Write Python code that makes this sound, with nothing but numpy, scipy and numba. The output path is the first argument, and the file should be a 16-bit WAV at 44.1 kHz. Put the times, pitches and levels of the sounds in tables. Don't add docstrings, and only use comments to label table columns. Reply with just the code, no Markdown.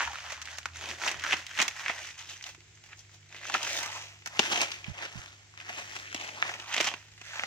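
import sys
import numpy as np
from scipy import signal
from scipy.fft import rfft, irfft
from scipy.io import wavfile
from scipy.ndimage import uniform_filter1d, map_coordinates
from numba import njit

SR = 44100
rng = np.random.default_rng(int(sys.argv[2]) if len(sys.argv) > 2 else 0)


def digitize_waveform(pressure):
    field = np.atleast_2d(pressure).T
    bounded = np.clip(field, -1, 1)
    quanta = np.round(bounded * 32767).astype(np.int16)
    wavfile.write(sys.argv[1], SR, quanta)


N = 329148
T = np.arange(N) / SR

# f/Hz, relative level/dB
FIELD_SPECTRUM = [(25, -44), (65, 4.5), (110, 2.5), (220, -14.5), (350, -6), (520, -16), (770, -12.5),
                  (1200, -16), (2100, -7), (4200, -14), (6300, -13), (7600, -11), (9400, -60), (15000, -45)]
# t/s, base rate f/Hz, level before lumps and harmonic levels/dB
ENGINE_RUN = [(0, 36.6, -57), (.3, 40.1, -59.5), (.85, 41.85, -56), (1.3, 43.8, -60), (2, 44.75, -60.5),
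              (2.7, 50.13, -61.5), (4.2, 49.87, -60), (5.5, 49.87, -61.5), (7, 50.8, -61.5),
              (7.46, 51.5, -63.5)]
# multiple of base rate, relative level/dB
ENGINE_HARMONICS = [(2, 3), (3, -6.5), (4, -23), (5, -24), (6, -29), (7, -17)]
LABOUR_DB = 16
# t/s, first eddy level/dB
AIR_PUFFS = [(1.159, -41.5), (4.886, -25.5), (5.161, -30)]
EDDY_HZ, EDDY_CYCLES, EDDY_GAP_S = 151, 0.55, 0.016
EDDY_SLOWING, EDDY_FADE_DB = 0.77, 2.5

# t/s, right-port lag/ms, left minus right level/dB
HAND_PATH = [(0, -0.048, -0.5), (1.2, -0.018, -1), (2.4, 0.052, -1), (3.6, 0.048, -0.6), (4.5, 0.21, 0),
             (5.6, 0.21, 0.5), (6.3, 0.28, 1), (6.8, 0.013, -2), (7.46, 0.16, -1.5)]
# f/Hz, relative level/dB
HUSK_SPECTRUM = [(60, -40), (140, -16.5), (230, -9.5), (335, -9), (500, -12.5), (740, -1.5), (1120, 0),
                 (1450, 1.5), (2700, 3), (4300, -3), (6400, 1.5), (7700, -6.5), (9800, -18), (15500, -21)]
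BODY_HZ, SIZZLE_HZ, TOP_HZ = 700, 3800, 15800
LEVEL_WINDOW_S = .005

# t/s, level/dB, ring f/Hz
EAR_KNOCKS = [(0.1044, -42, 830), (0.3227, -46, 606), (2.579, -60, 345), (4.3934, -43, 359.2),
              (5.701, -43.5, 726), (6.1463, -45.5, 300.7), (6.8028, -30, 640), (6.808, -39.5, 346)]
KNOCK_DECAY_S, KNOCK_WIDTH = 0.0049, 0.45
# t/s, crackle level/dB
CLEAR_CREASES = [(.0305, -37), (.0438, -40), (.1455, -42), (.1844, -48), (.3221, -41.5), (.4853, -41),
                 (.6312, -51), (.6877, -50), (.7352, -54), (.8115, -42.5), (.8765, -45), (.9042, -39),
                 (.9242, -46), (1.0168, -34.5), (1.0372, -31), (1.0932, -38), (1.1075, -42),
                 (1.5124, -41.5), (2.6059, -58), (2.774, -57), (2.984, -68), (3.005, -64), (3.0499, -64),
                 (3.0943, -59), (3.4325, -43.5), (3.4534, -38), (4.2227, -52), (4.3729, -40), (5.0573, -40),
                 (5.5392, -53), (5.5756, -43.5), (6.1274, -39), (6.1631, -38), (6.5165, -40),
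                 (7.1785, -51.5)]
CREASE_HZ, CREASE_OCTAVES = 1950, .4
CREASE_BODY_DB, CREASE_SIZZLE_DB, CREASE_SPLINTER_DB = -19, -7, -4
CREASES_PER_S, CREASE_DB, CREASE_SPREAD_DB, CREASE_IDLE_DB = 30, -1.5, 3.2, -67
# t/s, crackle level/dB, ring f/Hz, body re crackle level/dB,
# sizzle re crackle level/dB, splintering re first break level/dB
RIB_SNAPS = [(.0062, -24, 1520, -26, -35, -13), (.0158, -31, 1520, -22, -16, -12),
             (.052, -37, 1770, -21, -4, -6), (.0748, -31.5, 900, -13, -17, 8),
             (.1324, -40.5, 1100, -10, -6, 0), (.3003, -43, 1840, -19, -14, 3),
             (.416, -41, 1880, -41, 0.5, 9), (.4234, -46.5, 5820, -29, 4, 2), (.4548, -48, 2200, -27, 6, 7),
             (.4746, -39, 1610, -39.5, -22, -6), (.5839, -39, 1630, -8, 2.5, 7),
             (.6566, -29.5, 1320, -19, -10, -3), (.6588, -36, 1700, -12, -7, 4),
             (.8392, -37.5, 2130, -9, -10, 1), (1.0635, -31.5, 1290, -5, -16, 7),
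             (1.0775, -27.5, 2530, -15, -5, 3), (1.1142, -38, 1997, -2, 3.5, 9),
             (1.196, -42.5, 2720, -26, 1, 2), (1.2377, -30.5, 1390, -24, -8, 15),
             (1.2483, -31.5, 1480, -25, -21, -3), (1.2651, -32, 1726, -20, -13, -12),
             (1.3228, -22, 2740, -28, -22, 6), (1.3298, -22, 2350, -13, -15, 3),
             (1.3374, -28, 2850, -4.5, -10, 4), (1.4663, -44, 2720, -26, 4, 2),
             (1.5745, -35, 2773, -29, -18, 6), (1.5892, -26.5, 2100, -18, -9, 2),
             (1.5937, -25.5, 2980, -9.5, -15, 7), (1.5996, -21.5, 2240, -11, -12, 13),
             (1.6156, -42, 2820, -28, 17.5, 14), (1.6253, -37.5, 3450, 1, 12, 1),
             (1.6808, -30.5, 2020, -24, 2.5, 5), (1.7113, -42, 2130, -24, -14, -3),
             (1.8614, -28, 1990, -19, -32, -1), (1.882, -27.5, 2000, -30, -16, -4),
             (1.896, -25, 2080, -7.5, -35, 13), (2.4107, -44.5, 2280, -39, -16, -4),
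             (2.4251, -49.5, 6000, -30, 5.5, 11), (2.4402, -41.5, 3470, -36, 0, 1),
             (2.4649, -44.5, 2110, -16, 0, 13), (2.547, -52, 2000, -4, -1, 10),
             (2.8387, -55, 2220, -7, 3, 1), (2.9305, -44, 2100, -21, -16, 2),
             (3.3463, -45.5, 1978, -7, -9, -8), (3.4981, -33, 1034, -10, -13, 1),
             (3.5405, -24.5, 2450, -16, -7, 7), (3.5477, -23.5, 1310, -7.5, -22, 7),
             (3.6294, -41, 3010, -19, 9.5, 12), (3.6483, -35, 3026, -22, -4, 1),
             (3.8296, -44.5, 1300, -10, 9, 19), (3.8596, -38.5, 1170, -6, 1, 11),
             (4.2591, -36, 1240, -14, -1.5, 26), (4.2726, -40, 1810, -10, 3, 9),
             (4.3922, -18, 3154, -6, -4.5, 13.5), (4.3968, -34, 2660, 3, 2, 0),
             (4.5157, -34.5, 1160, -2, -4, 4), (4.5287, -31, 2270, -2.5, -7, 20),
             (4.5581, -26.5, 2670, -20, -14, 4), (4.5752, -30.5, 2900, -6, -3, 8),
             (4.6161, -38, 2540, -17, 13.5, -3), (4.7162, -34, 4300, -37, -5, 19),
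             (4.8419, -37, 2500, -39, -15, 17), (5.6003, -42.5, 2710, -16, -10, 10),
             (5.9635, -37, 2520, -8.5, -6, 19), (6.1448, -34.5, 2170, -7, 0.5, 15),
             (6.2105, -38.5, 2510, -12, -4, 19), (6.2895, -38.5, 2410, -12, -9, 7),
             (6.4254, -19, 1790, -19, -27, -6.5), (6.4914, -33.5, 1727, -10, -15, 12),
             (6.5378, -35.5, 2530, -19, -11, 7), (6.598, -41.5, 2740, -10, -2.5, 18),
             (6.7407, -35.5, 2000, -24, 4, -1), (6.744, -28, 2230, -18, -4, -3),
             (6.7648, -28.5, 2230, -13, -5, 0), (6.776, -33, 2930, -8, -12, -2),
             (6.78, -27, 3080, -12, -7, -2), (6.8025, -24.5, 2820, -10, -5, 5),
             (6.8102, -25.5, 2360, -17, -2, 0), (6.8432, -33, 2420, -8, -4, 12),
             (6.8713, -29, 6150, -13, -6, 5), (6.8788, -30.5, 2280, -9, -11, -3),
             (6.939, -34, 2420, -6.5, -9.5, 3.5), (7.214, -46, 2400, -6, -2, 9),
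             (7.333, -39.5, 1500, -20, -15, 9), (7.3953, -28, 2340, -18, -24, -20),
             (7.4358, -27.5, 1790, -11, -15.5, -2)]

# t of the top/s, crackle level/dB, rise/s, fall/s,
# body re crackle level/dB, sizzle re crackle level/dB, sheet f/Hz, hollow re crackle level/dB
HAND_STROKES = [(0.013, -35, .18, 0.062, -14, -6.5, 1520, -3), (.17, -44, 0.19, 0.28, -31, -7, 1230, -8),
                (.327, -43.5, 0.069, 0.028, -20, -.5, 1850, -2),
                (.51, -47.5, .055, 0.093, -30, -2, 1590, -4), (0.759, -46.5, .018, .05, -20, -2, 2200, -16),
                (.83, -45, 0.044, 0.084, -8, -1, 2200, -4), (0.911, -42.5, .043, 0.043, -5, -1, 2190, -23),
                (1.13, -42.5, 0.055, 0.07, -8.5, -7, 2110, -6),
                (1.371, -41.5, 0.017, 0.052, -13.5, -4, 2200, -22),
                (1.52, -48, 0.11, .08, -35, -7, 2100, -23),
                (1.651, -39.5, 0.025, 0.051, -10.5, -13, 2070, -9),
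                (1.799, -43, .071, 0.077, -29, -4, 1850, -12),
                (2.001, -44, 0.15, 0.058, -20, -2.5, 2100, -3),
                (2.07, -45, 0.078, 0.059, -18, -1.5, 2400, -18),
                (2.197, -46, 0.028, 0.053, -30, -1.5, 2450, -12),
                (2.296, -48, .028, 0.091, -15, 1, 2700, -25),
                (2.487, -48, 0.047, 0.029, -16, 1.5, 2307, -5), (2.85, -59, .013, 0.069, -11, 0, 2200, -16),
                (2.927, -52, 0.027, .016, -21, -10, 1850, -13),
                (2.995, -64.5, .024, 0.016, 0, 13, 2600, -11),
                (3.145, -66.5, 0.033, 0.023, 2, 10, 2600, -8),
                (3.36, -50, 0.046, 0.042, -10, -4.5, 1990, -8),
                (3.485, -43, 0.08, 0.13, -18, -4, 2430, -1.5),
                (3.65, -37.5, 0.063, 0.19, -17.5, -3.5, 2540, -1), (3.78, -40, 0.13, 0.069, -9, 5, 1840, 2),
                (3.964, -43.5, 0.11, 0.12, -15, -2, 2630, -5), (4.355, -50, 0.069, 0.073, -14, -2, 1600, 0),
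                (4.71, -43, 0.14, 0.1, -12.5, -5, 2450, -8), (4.87, -48, .018, 0.063, -8, -7, 2380, -18),
                (5.04, -38, 0.07, 0.037, -11.5, -9.5, 1680, -1.5),
                (5.19, -48.5, 0.17, 0.15, -10.5, -5, 1780, -15),
                (5.61, -48, 0.037, .03, -13, -10, 1860, -21),
                (5.695, -39.5, 0.033, .049, -12, -9, 2034, -30),
                (5.785, -41.5, 0.068, 0.097, -10, -4.5, 2250, -12),
                (5.956, -46.5, 0.11, 0.1, -9.5, -2, 2530, -23),
                (6.07, -45.5, 0.058, .062, -20, -13, 1650, -10),
                (6.241, -44, 0.18, 0.12, -8, -4, 2600, -7.5),
                (6.485, -42, 0.15, 0.076, -7.5, -4, 2110, -1.5), (6.61, -52, 0.12, .11, -12, -2, 2730, -2),
                (6.711, -44.5, 0.067, .04, -20, -2.5, 2400, -2),
                (6.921, -45, 0.027, .023, -9, -10, 2422, 2),
                (6.97, -56.5, .063, 0.16, -11, -2.5, 2340, -14),
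                (7.27, -49, 0.061, 0.079, -31, -3, 2050, -21),
                (7.369, -42, 0.081, 0.37, -26, -6.5, 1600, -4)]
STROKE_CURVE, STROKE_DROP_DB = 1.13, 10.5
# start t/s, length/s, final crackle level/dB,
# body re crackle level/dB, sizzle re crackle level/dB, sheet f/Hz, hollow re crackle level/dB
HUSK_TEARS = [(1.02, 0.067, -33, -14.5, -4.5, 1260, -2.5), (1.24, 0.091, -32, -14, -8, 1520, -10.5),
              (1.585, 0.036, -30, -22, -5.5, 2300, -13), (1.858, 0.047, -35.5, -20, -10, 1940, -6.5),
              (3.541, 0.018, -35.5, -5, -2, 1820, -8), (4.412, 0.052, -32, -13, -5.5, 2540, -13),
              (4.513, 0.009, -27.5, -7.5, -4, 2700, -9), (4.547, 0.083, -30.5, -9, -5, 2820, -2.5),
              (6.73, 0.079, -36, -25, -8, 2650, -4), (6.828, 0.025, -34.5, -33, -2, 2580, -20),
              (6.86, 0.024, -33, -28, -6, 2680, -7)]
TEAR_GRIP_S, TEAR_BUILD_DB, TEAR_RELEASE_S = 0.033, 7, 0.017
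REST_DB, REST_BODY_DB, REST_SIZZLE_DB = -78, -21, 9.5
REST_SHEET_HZ, REST_HOLLOW_DB = 1600, -23
SHEET_DB, SHEET_WIDTH = -9, .8
HOLLOW_HZ, HOLLOW_WIDTH, HOLLOW_LOWEST_HZ = 810, .9, 540
RING_WANDER = .14
CONTACT_DB = 2.8


def undb(db):
    return 10 ** (np.asarray(db) / 20)


def rms(x):
    return np.sqrt(np.mean(x ** 2)) + 1e-12


def curves(table):
    s, *columns = np.transpose(table)
    return [np.interp(T, s, column) for column in columns]


def walk(rate_hz):
    hold = int(SR / rate_hz)
    steps = np.repeat(rng.standard_normal(N // hold + 1), hold)
    smooth = uniform_filter1d(uniform_filter1d(steps, hold), hold)[:N]
    return smooth / rms(smooth)


def steep(x, hz, kind):
    sos = signal.butter(2, hz, kind, fs=SR, output="sos")
    return signal.sosfilt(np.vstack([sos, sos]), x)


def colour(x, points, size=2048):
    hz, db = np.transpose(points)
    grid_hz = np.linspace(1, SR / 2, size // 2 + 1)
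    grid_db = np.interp(np.log(grid_hz), np.log(hz), db)
    cepstrum = irfft(np.log(undb(grid_db)))
    cepstrum[1:size // 2] *= 2
    cepstrum[size // 2 + 1:] = 0
    impulse = irfft(np.exp(rfft(cepstrum)))
    return signal.fftconvolve(x, impulse[None], axes=1)[:, :x.shape[1]]


def ports(size, apart_hz):
    mid, side = rng.standard_normal((2, size))
    side = signal.sosfilt(signal.butter(1, apart_hz, "high", fs=SR, output="sos"), side)
    return np.array([mid + side, mid - side])


@njit
def resonate(x, hz, width):
    y = np.empty(x.shape)
    for c in range(len(x)):
        band, low = 0., 0.
        for i in range(x.shape[1]):
            g = np.tan(np.pi * hz[i] / SR)
            v = (band + g * (x[c, i] - low)) / (1 + g * (g + width))
            band, low, y[c, i] = 2 * v - band, low + 2 * g * v, width * v
    return y


def background():
    air = colour(ports(N, apart_hz=880), FIELD_SPECTRUM)
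    breeze = undb(.8 * walk(5))
    return air / rms(air) * breeze * undb(-60.0)


def engine():
    hz, level_db = curves(ENGINE_RUN)
    phase = 2 * np.pi * np.cumsum(hz * (1 + 0.0124 * walk(7.1))) / SR
    hum = 0
    for multiple, db in ENGINE_HARMONICS:
        flutter = 1 + .14 * walk(8)
        hum = hum + undb(db) * flutter * np.sin(multiple * phase + rng.uniform(0, 2 * np.pi))
    lumps_db = LABOUR_DB * (1 - hz / hz.max()) * (walk(20) - .5)
    port_db = np.array([[-1.5], [.3]])
    return hum * undb(level_db + lumps_db + port_db)


def buffeting(count=3):
    puffs = np.zeros(N)
    for s, db in AIR_PUFFS:
        for k, (late, phase) in enumerate(rng.uniform(-1.3, 1, (count, 2))):
            since_s = T - s - EDDY_GAP_S * (k + 0.082 * late)
            cycles = since_s * EDDY_HZ * EDDY_SLOWING ** k
            near = abs(cycles) < 4
            envelope = np.exp(-(cycles[near] / EDDY_CYCLES) ** 2)
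            puffs[near] += undb(db - EDDY_FADE_DB * k) * np.sin(2 * np.pi * cycles[near] + phase) * envelope
    flutter = steep(steep(rng.standard_normal(N), 184, "low"), 22, "high")
    gusts = undb(2.5 * walk(9))
    return np.outer([0, 1], puffs + flutter / rms(flutter) * gusts * undb(-71.0))


def in_field(x, scatter_db, scatter_s):
    lag_ms, pan_db = curves(HAND_PATH)
    right = map_coordinates(x[1], [np.arange(N) - lag_ms * SR / 10 ** 3], order=3)
    direct = np.array([x[0], right]) * undb(np.array([pan_db, -pan_db]) / 2)
    t = T[:SR // 3]
    scatter = ports(len(t), apart_hz=1380) * np.exp(-t / scatter_s) * np.minimum(t / .005, 1)
    scatter /= np.sqrt(np.sum(scatter ** 2) / 2)
    return direct + undb(scatter_db) * signal.oaconvolve(direct, scatter, axes=1)[:, :N]


def knocking(size=3000):
    out = np.zeros((2, N + size))
    t = np.arange(size) / SR
    for s, db, hz in EAR_KNOCKS:
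        ring = np.sin(2 * np.pi * hz * t) * np.exp(-t / KNOCK_DECAY_S)
        ring = resonate(ring[None], np.full(size, float(hz)), float(KNOCK_WIDTH))
        start = int(s * SR)
        out[:, start:start + size] += undb(db) * ring / rms(ring[:, :2 * int(LEVEL_WINDOW_S * SR)])
    return out[:, :N]


def registers(x):
    x = steep(colour(x, HUSK_SPECTRUM), 115, "high")
    upper = steep(x, BODY_HZ, "high")
    return steep(x, BODY_HZ, "low"), steep(upper, SIZZLE_HZ, "low"), steep(upper, SIZZLE_HZ, "high")


def leaf(hz, sharpness, ring_db, splinter_db, splinter_s, size=1500):
    t = np.arange(size) / SR
    tick = np.eye(1, size)[0]
    splinters = ports(size, apart_hz=2130) * np.exp(-t / splinter_s) * (1 - np.exp(-t / .0006))
    drive = tick / rms(tick) + undb(splinter_db) * splinters / rms(splinters)
    resonance = signal.iirpeak(min(hz, SR / 4), max(sharpness, 1), fs=SR)
    return drive + undb(ring_db) * signal.lfilter(*resonance, drive)


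def creases(crackle_gain):
    slots = int(N / SR * CREASES_PER_S)
    late, size = rng.standard_normal((slots, 2)).T
    at = np.clip((np.arange(slots) + .5 + .5 * late) * N / slots, 0, N - 1).astype(int)
    rubbing_db = 20 * np.log10(crackle_gain[at])
    level_db = np.maximum(rubbing_db + CREASE_DB, CREASE_IDLE_DB) + CREASE_SPREAD_DB * size
    folds = CLEAR_CREASES + list(zip(at / SR, level_db))
    rows = []
    for (s, db), (pitch, edge) in zip(folds, rng.standard_normal((len(folds), 2))):
        hz = CREASE_HZ * 2 ** (CREASE_OCTAVES * pitch)
        sizzle_db = CREASE_SIZZLE_DB - 0.44 * (db + 51.5) + CREASE_SPREAD_DB * edge
        rows.append((s, db, hz, CREASE_BODY_DB, sizzle_db, CREASE_SPLINTER_DB))
    return rows


def snapping(snaps):
    out = np.zeros((2, N + SR))
    for s, db, hz, body_db, sizzle_db, splinter_db in snaps:
        woody_db = 13.0 - 0.34 * sizzle_db
        sharpness = 2.0 - 0.032 * sizzle_db
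        snapped = leaf(hz, sharpness, ring_db=woody_db, splinter_db=splinter_db, splinter_s=0.0043)
        crack = 0
        for relative_db, x in zip((body_db, 0, sizzle_db), registers(snapped)):
            crack = crack + undb(db + relative_db) * x / rms(x[:, :int(LEVEL_WINDOW_S * SR)])
        start = int(s * SR)
        out[:, start:start + crack.shape[1]] += crack
    return out[:, :N]


def gestures():
    moves = [(undb(REST_DB) * np.ones(N), REST_BODY_DB, REST_SIZZLE_DB, REST_SHEET_HZ, REST_HOLLOW_DB)]
    for s, db, rise_s, fall_s, *tone in HAND_STROKES:
        away = np.minimum(np.maximum((s - T) / rise_s, (T - s) / fall_s), 10)
        moves.append((undb(db - STROKE_DROP_DB * away ** STROKE_CURVE), *tone))
    for s, length_s, db, *tone in HUSK_TEARS:
        before = np.maximum(s - T, 0) / TEAR_GRIP_S
        after = np.maximum(T - s - length_s, 0) / TEAR_RELEASE_S
        build_db = np.interp(T, [s, s + length_s], [-TEAR_BUILD_DB, 0])
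        moves.append((undb(db + build_db) * np.exp(-np.minimum(before + after, 20)), *tone))
    return moves


def effort():
    gains, body_db, sizzle_db, sheet_hz, hollow_db = zip(*gestures())
    power = np.square(gains)
    shares = undb([body_db, np.zeros(len(gains)), sizzle_db, hollow_db])
    register_gains = np.sqrt(shares ** 2 @ power)
    return register_gains, np.array(sheet_hz) @ power / power.sum(axis=0)


def swarm(rate_hz, spread_db):
    struck = rng.random(N) < rate_hz / SR
    size = undb(spread_db * np.minimum(rng.exponential(size=N), 4.2))
    breaks = struck * rng.choice([-1, 1], N) * size
    local_power = np.maximum(uniform_filter1d(breaks ** 2, int(0.054 * SR)), 0)
    return breaks / np.sqrt(local_power + rate_hz / SR)


def ringing(x, hz, width):
    hz = hz * np.exp(RING_WANDER * walk(25))
    y = resonate(resonate(x, hz, float(width)), hz, float(width))
    return y / rms(y)


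def rubbing(gains, sheet_hz, count=18):
    pull = (gains[1] / undb(-43.5)) ** .25
    breaks = swarm(4500 * pull, spread_db=4.0)
    owner = rng.integers(0, count, N)
    rustle = 0
    for k, hz in enumerate(np.geomspace(300, 6300, count)):
        response = leaf(hz, sharpness=4.5, ring_db=13, splinter_db=2, splinter_s=.002)
        contact = undb(CONTACT_DB * walk(35))
        own_breaks = breaks * contact * (owner == k)
        rustle = rustle + signal.oaconvolve(own_breaks[None], response, axes=1)[:, :N]
    chip = leaf(1700, sharpness=1.5, ring_db=1, splinter_db=-7, splinter_s=.0012)
    ticks = signal.oaconvolve(swarm(700 * pull, spread_db=3.5)[None], chip, axes=1)[:, :N]
    fibres = rustle / rms(rustle) + undb(-2.5) * ticks / rms(ticks)
    body, crackle, sizzle = registers(fibres)
    crackle = crackle / rms(crackle) + undb(SHEET_DB) * ringing(crackle, sheet_hz, SHEET_WIDTH)
    hollow = steep(ringing(fibres, HOLLOW_HZ, HOLLOW_WIDTH), HOLLOW_LOWEST_HZ, "high")
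    return sum(gain * x / rms(x) for gain, x in zip(gains, (body, crackle, sizzle, hollow)))


def scene():
    outdoors = background() + engine() + buffeting()
    gains, sheet_hz = effort()
    cracks = knocking() + snapping(creases(gains[1])) + snapping(RIB_SNAPS)
    near_cracks = in_field(cracks, scatter_db=-12.5, scatter_s=0.045)
    near_rubbing = in_field(rubbing(gains, sheet_hz), scatter_db=-8.0, scatter_s=0.026)
    return outdoors + near_cracks + near_rubbing


def record(dry):
    return signal.sosfilt(signal.ellip(10, .2, 70, TOP_HZ, fs=SR, output="sos"), dry)


dry = scene()
out = record(dry)
digitize_waveform(out)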